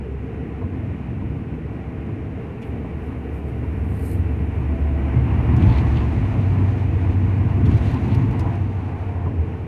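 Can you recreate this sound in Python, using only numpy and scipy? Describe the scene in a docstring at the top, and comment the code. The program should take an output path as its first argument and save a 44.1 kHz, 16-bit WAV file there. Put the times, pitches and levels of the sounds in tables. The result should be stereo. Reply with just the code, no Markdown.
"""Road boom inside a car at highway speed: the pavement shakes the body, tyres roar, air hisses past the glass.
The engine pulls harder, shifts down and eases off; the driveline hums as the car gathers speed.
Pavement coarseness drives the rolling noise; joints thump, grooved patches howl, the worst stretches
stir up grit and rattle the trim. Something brushes softly near the microphone; a box truck overtakes."""
import sys
import numpy as np
from scipy.fft import rfft, irfft, next_fast_len
from scipy.io import wavfile
from scipy.ndimage import map_coordinates

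SR = 44100
rng = np.random.default_rng(int(sys.argv[2]) if len(sys.argv) > 2 else 0)


def dump_mix(stems):
    """Bounce the given channels to the path in sys.argv[1] as a 16-bit WAV at rate SR."""
    frames = np.atleast_2d(stems).T  # one column per channel
    limited = np.clip(frames, -1, 1)  # hard clip at full scale
    pcm = np.round(limited * 32767).astype(np.int16)
    wavfile.write(sys.argv[1], SR, pcm)


N = 426447
FFT_SIZE = next_fast_len(N + 8192)
SHAFT_START_HZ, SHAFT_HZ_PER_S = 75.2, 0.93

# cabin air boom (frequency [Hz], relative density [dB])
BOOM_SPECTRUM = [(20, -38), (32, -22.5), (45, -19.5), (60, -1), (75, -2), (100, -1.5), (120, 2.5),
                 (138, -9.5), (165, -21.5), (240, -36.5)]
# body panel drone (frequency [Hz], relative density [dB])
PANEL_SPECTRUM = [(82, -25.5), (135, -3.5), (180, -4.5), (225, -4.5), (265, -2.5), (297, -9.5), (332, -6),
                  (372, -16.5), (450, -22), (530, -30.5), (750, -37)]


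def road(boom_db, boom_slope, drone_db, drone_slope, flutter_db):
    """Road texture shakes the body: cabin air booms and panels drone over a steady hum."""
    # patches that shake the body more or less (time [s], width [s], gain [dB])
    patches = [(0.55, 0.082, -3.5), (.78, 0.59, 4), (1.26, 0.38, 3), (2.132, 0.16, 3.5), (4.351, 0.13, 0.5),
               (5.654, 0.14, 3.5), (6.696, 0.48, 0.5), (7.672, 0.25, 5.5), (8.192, 0.22, 5)]
    # cabin hum (time [s], level [dB])
    hum_levels = [(0, -37.5), (1, -42.5), (2.9, -39), (6.6, -40), (8.8, -43.5), (9.4, -38)]
    # cabin hum (frequency [Hz], relative density [dB])
    hum_spectrum = [(200, -14), (340, -10), (400, -1), (422, -5.5), (450, 2), (485, -8.5), (540, -13),
                    (800, -29.5)]
    coarse_db = coarseness_db()
    texture_db = sum(db * swell(s, width) for s, width, db in patches) + flutter_db * wobble(12)
    boom = amp(boom_db + boom_slope * coarse_db + texture_db) * cabin_noise(BOOM_SPECTRUM)
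    drone = amp(drone_db + drone_slope * coarse_db + texture_db) * cabin_noise(PANEL_SPECTRUM)
    hum = amp(curve(hum_levels) + flutter_db * wobble(7.1)) * cabin_noise(hum_spectrum)
    return boom + drone + hum


def dips(gain_db, wander_hz):
    """The body heaves over each dip; the cabin answers with a deep swell."""
    # heaves (time [s], width [s], relative level [dB], pitch [Hz])
    heaves = [(0.703, 0.12, -26, 94), (0.857, 0.19, -29, 93), (1.27, 0.14, -28, 92.5),
              (2.17, 0.093, -31, 98.3), (3.847, 0.36, -27.5, 93.3), (4.206, 0.11, -19, 92.1),
              (4.493, 0.17, -26.5, 94), (5.3, 0.14, -22.5, 92), (5.348, 0.2, -31, 53.6),
              (5.686, 0.13, -19, 95.6), (5.75, 0.14, -20, 58.8), (6.98, 0.3, -22.5, 80),
              (8.24, 0.12, -17, 100), (9.307, .06, -17.5, 88), (9.397, 0.07, -18.5, 78)]
    offset_hz = wander_hz * wobble(35)
    return sum(amp(db + gain_db) * swell(s, width) * unit(np.sin(phase(hz + offset_hz)))
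               for s, width, db, hz in heaves)


def shudder(level_db, slope):
    """Coarse pavement makes the whole body shudder."""
    # body shudder (frequency [Hz], relative density [dB])
    spectrum = [(18, -13.5), (30, -7.5), (42, 0), (52, 4.5), (70, -15.5)]
    return amp(level_db + slope * coarseness_db()) * cabin_noise(spectrum)


def engine(coast_db, pull_db, revs_db, waver_db, drift_hz, cut_db, swirl_db, swirl_hz, swirl_t60_s):
    """Low orders: pitch is shaft rate times gear; level follows throttle and gear, sags in the shift."""
    # engine orders (multiple of firing rate [-], relative level [dB])
    orders = [(3 / 5, -21.5), (1, 0), (8 / 5, -21)]
    # accelerator (time [s], throttle [0-1])
    pedal = [(0, 0.5), (.6, 0.07), (2.6, 0.01), (3.6, 0.63), (5.2, 0.88), (6.3, 0.96), (7.58, .97),
             (7.75, 0.47), (8.6, 0.72), (9.3, 0.22)]
    top_gear, lower_gear = 0.892, 1.153  # firings per shaft turn
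    shift_at_s, shift_s = 6.14, 0.095
    throttle = np.clip(curve(pedal), 0, 1)
    shifted = ramp(shift_at_s, shift_s)
    gear = top_gear + (lower_gear - top_gear) * shifted
    converter_slip = 1 + 0.008 * throttle
    overshoot_hz = 5.41 * swell(shift_at_s + 0.19, 0.299)
    firing_hz = shaft_hz() * gear * converter_slip + overshoot_hz
    angle = phase(firing_hz + drift_hz * wobble(6))
    drone = unit(sum(amp(db + waver_db * wobble(6.9)) * np.sin(k * angle) for k, db in orders))
    # after the shift the note swirls between left and right, then settles
    detuned = unit(np.sin(angle + 2 * np.pi * swirl_hz * (clock() - shift_at_s)))
    swirl = amp(swirl_db) * blow(shift_at_s, shift_s, swirl_t60_s) * detuned
    level_db = coast_db + pull_db * throttle + revs_db * shifted + cut_db * swell(shift_at_s, shift_s)
    return amp(level_db) * (drone + np.array([swirl, -swirl]))


def driveline(hum_db, hum_db_per_hz, octave_db, octave_db_per_hz, waver_db):
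    """The shaft hums: as it speeds up, its fundamental grows and its octave fades."""
    angle = phase(shaft_hz())
    rise_hz = shaft_hz() - SHAFT_START_HZ
    hum_gain = amp(hum_db + hum_db_per_hz * rise_hz + waver_db * wobble(2.7))
    octave_gain = amp(octave_db + octave_db_per_hz * rise_hz + waver_db * wobble(2.9))
    return hum_gain * unit(np.sin(angle)) + octave_gain * unit(np.sin(2 * angle))


def joints(thump_db, slap_db, thump_t60_s, slap_t60_s):
    """Each joint slaps the front tyres, then the rear more softly, and sets the cabin booming."""
    # road joints (time [s], relative thump [dB], relative slap [dB])
    hits = [(0.614, -18, -29.5), (1.212, -18, -38), (2.073, -31, -36), (2.846, -24.5, -34),
            (4.17, -18, -58), (5.605, -13, -39), (5.985, -20, -36.5), (7.688, -12, -32),
            (8.187, -16.5, -32), (8.453, -22, -28), (9.261, -14, -28)]
    # tyre slap (frequency [Hz], relative density [dB])
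    slap_spectrum = [(200, -17.5), (420, 1), (580, -12), (689, -3.5), (780, -10), (900, -6.5), (1030, 1.5),
                     (1180, -13.5), (1350, -16.5), (2500, -40)]
    axles = [(0, 0), (0.12, -12.5)]  # front, rear (lag [s], gain [dB])
    thump = sum(amp(db + thump_db + axle_db) * blow(s + lag, 0.0014, thump_t60_s)
                for s, db, _ in hits for lag, axle_db in axles)
    slap = sum(amp(db + slap_db + axle_db) * blow(s + lag, 0.001, slap_t60_s)
               for s, _, db in hits for lag, axle_db in axles)
    body = cabin_noise(BOOM_SPECTRUM) + amp(-7.5) * cabin_noise(PANEL_SPECTRUM)
    return thump * body + slap * cabin_noise(slap_spectrum)


def tyres_and_wind(roar_db, roar_slope, wind_db, wind_slope, hiss_db, hiss_slope, flutter_db):
    """Tyre roar, rushing air and thin hiss come through the glass; each grows with coarseness."""
    # roar, wind and hiss (frequency [Hz], relative density [dB])
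    roar_spectrum = [(290, -26), (480, -4.5), (560, -2.5), (620, -0.5), (700, 0.5), (790, 1.5), (930, -6.5),
                     (1100, -3), (1250, -6), (1450, -5.5), (1650, -20), (2100, -41)]
    wind_spectrum = [(790, -33), (1300, -4.5), (1450, 2), (1640, 2), (1850, 4), (2200, 1.5), (2480, 2.4),
                     (2800, -3.5), (3080, -8), (3260, -13.5), (3900, -20.5), (5000, -44)]
    hiss_spectrum = [(1500, -24.5), (2800, -4.5), (3500, -6), (4100, -7), (5000, -10), (5400, -9.5),
                     (5900, -11), (7500, -16), (10000, -17), (12500, -19.5), (14200, -29)]
    coarse_db = coarseness_db()
    gust_db = flutter_db * wobble(9)
    roar = amp(roar_db + roar_slope * coarse_db + gust_db) * cabin_noise(roar_spectrum)
    wind = amp(wind_db + wind_slope * coarse_db + gust_db / 2) * cabin_noise(wind_spectrum)
    hiss = amp(hiss_db + hiss_slope * coarse_db + gust_db / 2) * cabin_noise(hiss_spectrum)
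    return roar + wind + hiss


def growl(level_db, slope, flutter_db):
    """On coarse pavement the tread adds a brighter, fluttering growl."""
    # tread growl (frequency [Hz], relative density [dB])
    spectrum = [(600, -32), (850, -5), (980, -1.5), (1120, -5.5), (1300, -18), (2600, -22), (3300, -36.5)]
    return amp(level_db + slope * coarseness_db() + flutter_db * wobble(22)) * cabin_noise(spectrum)


def whine(cycles_per_turn, fade_s):
    """On some stretches the tread sings a note and its lower octave; pitch follows road speed."""
    # stretches (start [s], length [s], level [dB], lower octave gain [dB], blur [Hz], waver [dB])
    stretches = [(1.8, .9, -56.5, -10, 2, 2), (3.35, .35, -54, -10, 2, 2), (4.69, .1, -42, 4.5, 1.5, .5),
                 (4.84, .34, -44.5, 3, 1.5, 1), (5.5, 2.4, -50.5, -3, 3.5, 2.5),
                 (8.49, .12, -42.5, -15, 6, 1.5), (8.9, .4, -47, -10, 4.5, 2)]
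    pitch_hz = cycles_per_turn * shaft_hz()
    blur, waver = wobble(70), wobble(25)
    song = np.zeros(N)
    for s, length, db, lower_db, blur_hz, waver_db in stretches:
        angle = phase(pitch_hz + blur_hz * blur)
        note = np.sqrt(2) * (np.sin(angle) + amp(lower_db) * np.sin(angle / 2))
        gate = ramp(s, fade_s) - ramp(s + length, fade_s)
        song += amp(db + waver_db * waver) * gate * note
    return song


def howls(width_hz):
    """Grooved pavement narrows the tread's roar into brief, fuzzy notes."""
    # grooved patches (time [s], width [s], pitch [Hz], level [dB])
    grooves = [(5.74, .16, 878, -42), (7.706, 0.06, 1100, -43), (7.963, 0.045, 1030, -43),
               (8.127, .1, 900, -44), (8.45, 0.13, 976, -43)]
    band = unit(wobble(width_hz) + 1j * wobble(width_hz))
    return sum(amp(db) * swell(s, width) * unit(np.real(band * np.exp(2j * np.pi * hz * clock())))
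               for s, width, hz, db in grooves)


def truck(level_db, flutter_db, abreast_s, pass_s):
    """An overtaking truck's rumble and tyre roar swell and fade."""
    # truck through the side window (frequency [Hz], relative density [dB])
    spectrum = [(45, 0), (70, 14.5), (125, 16), (170, -0.5), (300, -10), (450, -0.5), (560, -9.5),
                (680, -1.5), (820, 4), (1120, -2.5), (1300, -10.5), (1700, -12.5), (3000, -39)]
    return amp(level_db + flutter_db * wobble(8)) * swell(abreast_s, pass_s) * cabin_noise(spectrum)


def trim(rattle_db, chatter_db, scatter_db, crack_db, ring_db, ring_t60_s):
    """Loose plastic chatters and ticks; each tick cracks, scatters in the cabin and rings its panel."""
    # rattle bursts (time [s], width [s], relative level [dB])
    rattles = [(5.632, 0.06, -50.5), (5.739, 0.07, -45.5), (5.789, 0.04, -44.5), (5.959, 0.025, -46.5),
               (5.992, .055, -48), (7.662, 0.013, -47.5), (7.721, 0.027, -50.5), (7.877, 0.052, -49.5),
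               (7.957, 0.045, -53.5), (8.126, 0.032, -44.5), (8.537, .04, -54.5)]
    # hard ticks (time [s], relative click [dB], relative ring [dB])
    ticks = [(2.619, -50, -56.5), (2.626, -54, -51.5), (5.564, -43, -59.5), (5.574, -52, -53),
             (5.622, -49.5, -40), (5.776, -48.5, -47), (7.656, -46, -53), (7.666, -50, -52.5),
             (7.711, -49.5, -45.5), (7.773, -47, -53), (7.857, -47, -52), (7.913, -47, -57),
             (7.942, -45.5, -55), (8.078, -50.5, -61), (8.147, -40.5, -54), (8.31, -47.5, -62),
             (8.328, -55, -58), (8.394, -38.5, -56), (8.405, -47.5, -61), (8.553, -49.5, -55)]
    # rattle, scatter, contact crack and panel ring (frequency [Hz], relative density [dB])
    rattle_spectrum = [(1200, -6), (2300, 7), (3200, 5), (4400, -1.5), (5400, -16.5), (7500, -23),
                       (11000, -28), (14000, -30)]
    scatter_spectrum = [(1500, -7), (3200, 6), (5500, 5.5), (8500, -7), (11000, -6), (14000, -15.5)]
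    crack_spectrum = [(2000, -9), (4500, 1), (8000, 1.5), (12000, -3.5), (14200, -5.5)]
    ring_spectrum = [(1200, -16.5), (2400, 5.5), (3250, 0.5), (3700, -10.5), (4400, -15.5), (5600, -29.5)]
    bursts = sum(amp(db + rattle_db) * swell(s, width) for s, width, db in rattles)
    chatter = unit(amp(chatter_db * wobble(200)))
    scatter = sum(amp(db + scatter_db) * blow(s, 0.0008, t60_s=0.05) for s, db, _ in ticks)
    cracks = sum(amp(db + crack_db) * blow(s, 0.0003, t60_s=0.011) for s, db, _ in ticks)
    rings = sum(amp(db + ring_db) * blow(s, 0.0035, ring_t60_s) for s, _, db in ticks)
    return (bursts * chatter * cabin_noise(rattle_spectrum) + scatter * cabin_noise(scatter_spectrum)
            + cracks * cabin_noise(crack_spectrum) + rings * cabin_noise(ring_spectrum))


def grit(gain_db, rise_s, grain_db, clump_db):
    """Fine grit sizzles against the underbody in clumps, then thins out."""
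    # grit sprays (start [s], relative level [dB], t60 [s])
    sprays = [(5.57, -57.5, 13), (7.65, -55.5, 3.4)]
    # sizzle (frequency [Hz], relative density [dB])
    spectrum = [(1500, -21), (2800, 2), (4100, -2.5), (5200, -10), (6200, -9), (7500, -16.5),
                (10000, -20.5), (14200, -30)]
    thrown = sum(amp(db + gain_db) * blow(s, rise_s, t60) for s, db, t60 in sprays)
    grains = unit(amp(grain_db * wobble(600) + clump_db * wobble(25)))
    return thrown * grains * cabin_noise(spectrum)


def brush(gain_db, grain_db):
    """Light, grainy strokes near the right microphone."""
    # strokes (time [s], width [s], relative level [dB])
    strokes = [(4.055, 1.8, -70), (2.665, 0.072, -68.5), (3.068, .06, -72), (3.365, 0.05, -66.5),
               (3.487, 0.025, -65.5), (3.996, 0.15, -59.5), (4.069, 0.06, -51), (4.123, 0.039, -53),
               (4.17, .06, -65)]
    # swish (frequency [Hz], relative density [dB])
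    spectrum = [(3000, -25), (4200, -7), (5400, -16), (6900, -13.5), (8300, -6.5), (9600, -5.5),
                (11500, -6.5), (14200, -8.5)]
    envelope = sum(amp(db + gain_db) * swell(s, width) for s, width, db in strokes)
    return envelope * unit(amp(grain_db * wobble(400))) * cabin_noise(spectrum)


def cabin_modes(x, depth_db, spacing_hz):
    """Crowded cabin modes ripple the spectrum above 500 Hz, differently in each channel."""
    hz = np.fft.rfftfreq(FFT_SIZE, 1 / SR)
    ripple = [map_coordinates(rng.standard_normal(2048), [hz / spacing_hz], mode="mirror") for _ in x]
    crowded = np.clip(hz / 500 - 1, 0, 1)
    return irfft(rfft(x, FFT_SIZE) * amp(depth_db * crowded * np.array(ripple)), FFT_SIZE)[:, :N]


def cabin_noise(spectrum):
    """Stereo noise, mid rms 1: alike in the bass, unrelated in the treble."""
    # left-right likeness (frequency [Hz], correlation [-])
    likeness = [(40, 0.5), (100, 0.82), (270, 0.9), (370, 0.54), (500, 0.5), (680, 0.1), (900, -0.1),
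                (1300, -0.6), (1750, -0.11), (2100, 0.27), (2700, 0), (8000, 0)]
    # balance (frequency [Hz], left minus right [dB])
    balance = [(80, 0.5), (150, 1.3), (270, -0.5), (340, 4), (450, 6), (560, 0.5), (1500, -1.5),
               (2200, 0.4), (2800, 4.5), (3400, 1), (4400, -2), (6000, -5), (8500, -9.5), (14000, -9.5)]
    hz = np.fft.rfftfreq(FFT_SIZE, 1 / SR)
    spread = np.arccos(np.clip(along(likeness, hz), -1, 1)) / 2
    skirt = 1 / (1 + (hz / (1.4 * spectrum[-1][0])) ** 8)
    shaped = rfft(rng.standard_normal((2, FFT_SIZE))) * amp(along(spectrum, hz)) * skirt
    mid, side = shaped * [np.cos(spread), np.sin(spread)]
    lean = amp(along(balance, hz) / 2)
    pair = irfft(np.array([(mid + side) * lean, (mid - side) / lean]), FFT_SIZE)[:, :N]
    return pair / np.std(pair.mean(axis=0))


def coarseness_db(smooth_db=-45):
    """Pavement coarseness above smooth road."""
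    # pavement (time [s], rolling noise [dB])
    pavement = [(0.1, -45), (0.88, -44), (1.22, -44.5), (3.48, -43), (4.94, -40), (5.13, -37.5),
                (5.5, -35.5), (5.75, -35), (6.1, -36.5), (6.59, -38), (7.51, -39), (7.9, -36.5),
                (8.37, -38), (8.77, -42), (9.5, -44)]
    return curve(pavement) - smooth_db


def shaft_hz():
    """Drive shaft rate, in step with road speed."""
    return SHAFT_START_HZ + SHAFT_HZ_PER_S * clock()


def amp(db):
    """Decibels to gain."""
    return 10 ** (np.asarray(db) / 20)


def unit(x):
    """Scaled to rms 1."""
    return x / np.sqrt(np.mean(x ** 2) + 1e-20)


def along(points, hz):
    """(Hz, value) points read on a log axis."""
    f, v = np.transpose(points)
    return np.interp(np.log(hz + 1), np.log(f + 1), v)


def clock():
    """Sample times [s]."""
    return np.arange(N) / SR


def curve(points):
    """(time, value) points read at every sample."""
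    return np.interp(clock(), *np.transpose(points))


def wobble(rate_hz):
    """Smooth random curve, rate_hz knots a second."""
    return map_coordinates(rng.standard_normal(int(N * rate_hz / SR) + 4), [clock() * rate_hz])


def phase(hz):
    """Running angle of a changing frequency."""
    return 2 * np.pi * np.cumsum(hz) / SR


def blow(start_s, attack_s, t60_s):
    """Quick rise, exponential decay."""
    age_s = np.clip(clock() - start_s, 0, 2 * t60_s)
    return (1 - np.exp(-age_s / attack_s)) * np.exp(-np.log(1000) * age_s / t60_s)


def swell(centre_s, width_s):
    """Gaussian rise and fall."""
    return np.exp(-2 * ((clock() - centre_s) / width_s) ** 2)


def ramp(centre_s, length_s):
    """Linear rise from 0 to 1."""
    return np.clip((clock() - centre_s) / length_s + .5, 0, 1)


def scene():
    """The mix at the dashboard; slopes are dB per dB of pavement coarseness."""
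    rumble = road(boom_db=-35.5, boom_slope=1.74, drone_db=-35.0, drone_slope=1.0, flutter_db=1)
    rumble += dips(gain_db=-1, wander_hz=4.92)
    rumble += shudder(level_db=-53.5, slope=1.8)
    rush = tyres_and_wind(roar_db=-47.5, roar_slope=0.94, wind_db=-52.5, wind_slope=0.93,
                          hiss_db=-70.5, hiss_slope=0.8, flutter_db=1.1)
    rush += growl(level_db=-57.5, slope=1.73, flutter_db=2.4)
    rush += grit(gain_db=2.0, rise_s=0.04, grain_db=1.0, clump_db=1.5)
    rush += truck(level_db=-33.5, flutter_db=2, abreast_s=8.53, pass_s=1.5)
    tones = engine(coast_db=-40.5, pull_db=21.0, revs_db=1.5, waver_db=1.5, drift_hz=0.45, cut_db=-8.0,
                   swirl_db=-5.5, swirl_hz=0.44, swirl_t60_s=7)
    tones += whine(cycles_per_turn=8.31, fade_s=0.044) + howls(width_hz=90)
    tones += driveline(hum_db=-42.5, hum_db_per_hz=1.45, octave_db=-40.5, octave_db_per_hz=-0.94,
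                       waver_db=2.2)
    contacts = joints(thump_db=-5.0, slap_db=-1.0, thump_t60_s=0.46, slap_t60_s=0.16)
    contacts += trim(rattle_db=-0.5, chatter_db=3.5, scatter_db=-5, crack_db=-5, ring_db=4,
                     ring_t60_s=0.11)
    contacts += brush(gain_db=-2.5, grain_db=1.5)
    return rumble + tones + cabin_modes(rush + contacts, depth_db=1.76, spacing_hz=35.27)


def record(dry):
    """Brick-wall low-pass."""
    top_hz = 14250
    passband = np.fft.rfftfreq(FFT_SIZE, 1 / SR) < top_hz
    return irfft(rfft(dry, FFT_SIZE) * passband, FFT_SIZE)[:, :N]


dry = scene()
out = record(dry)
dump_mix(out)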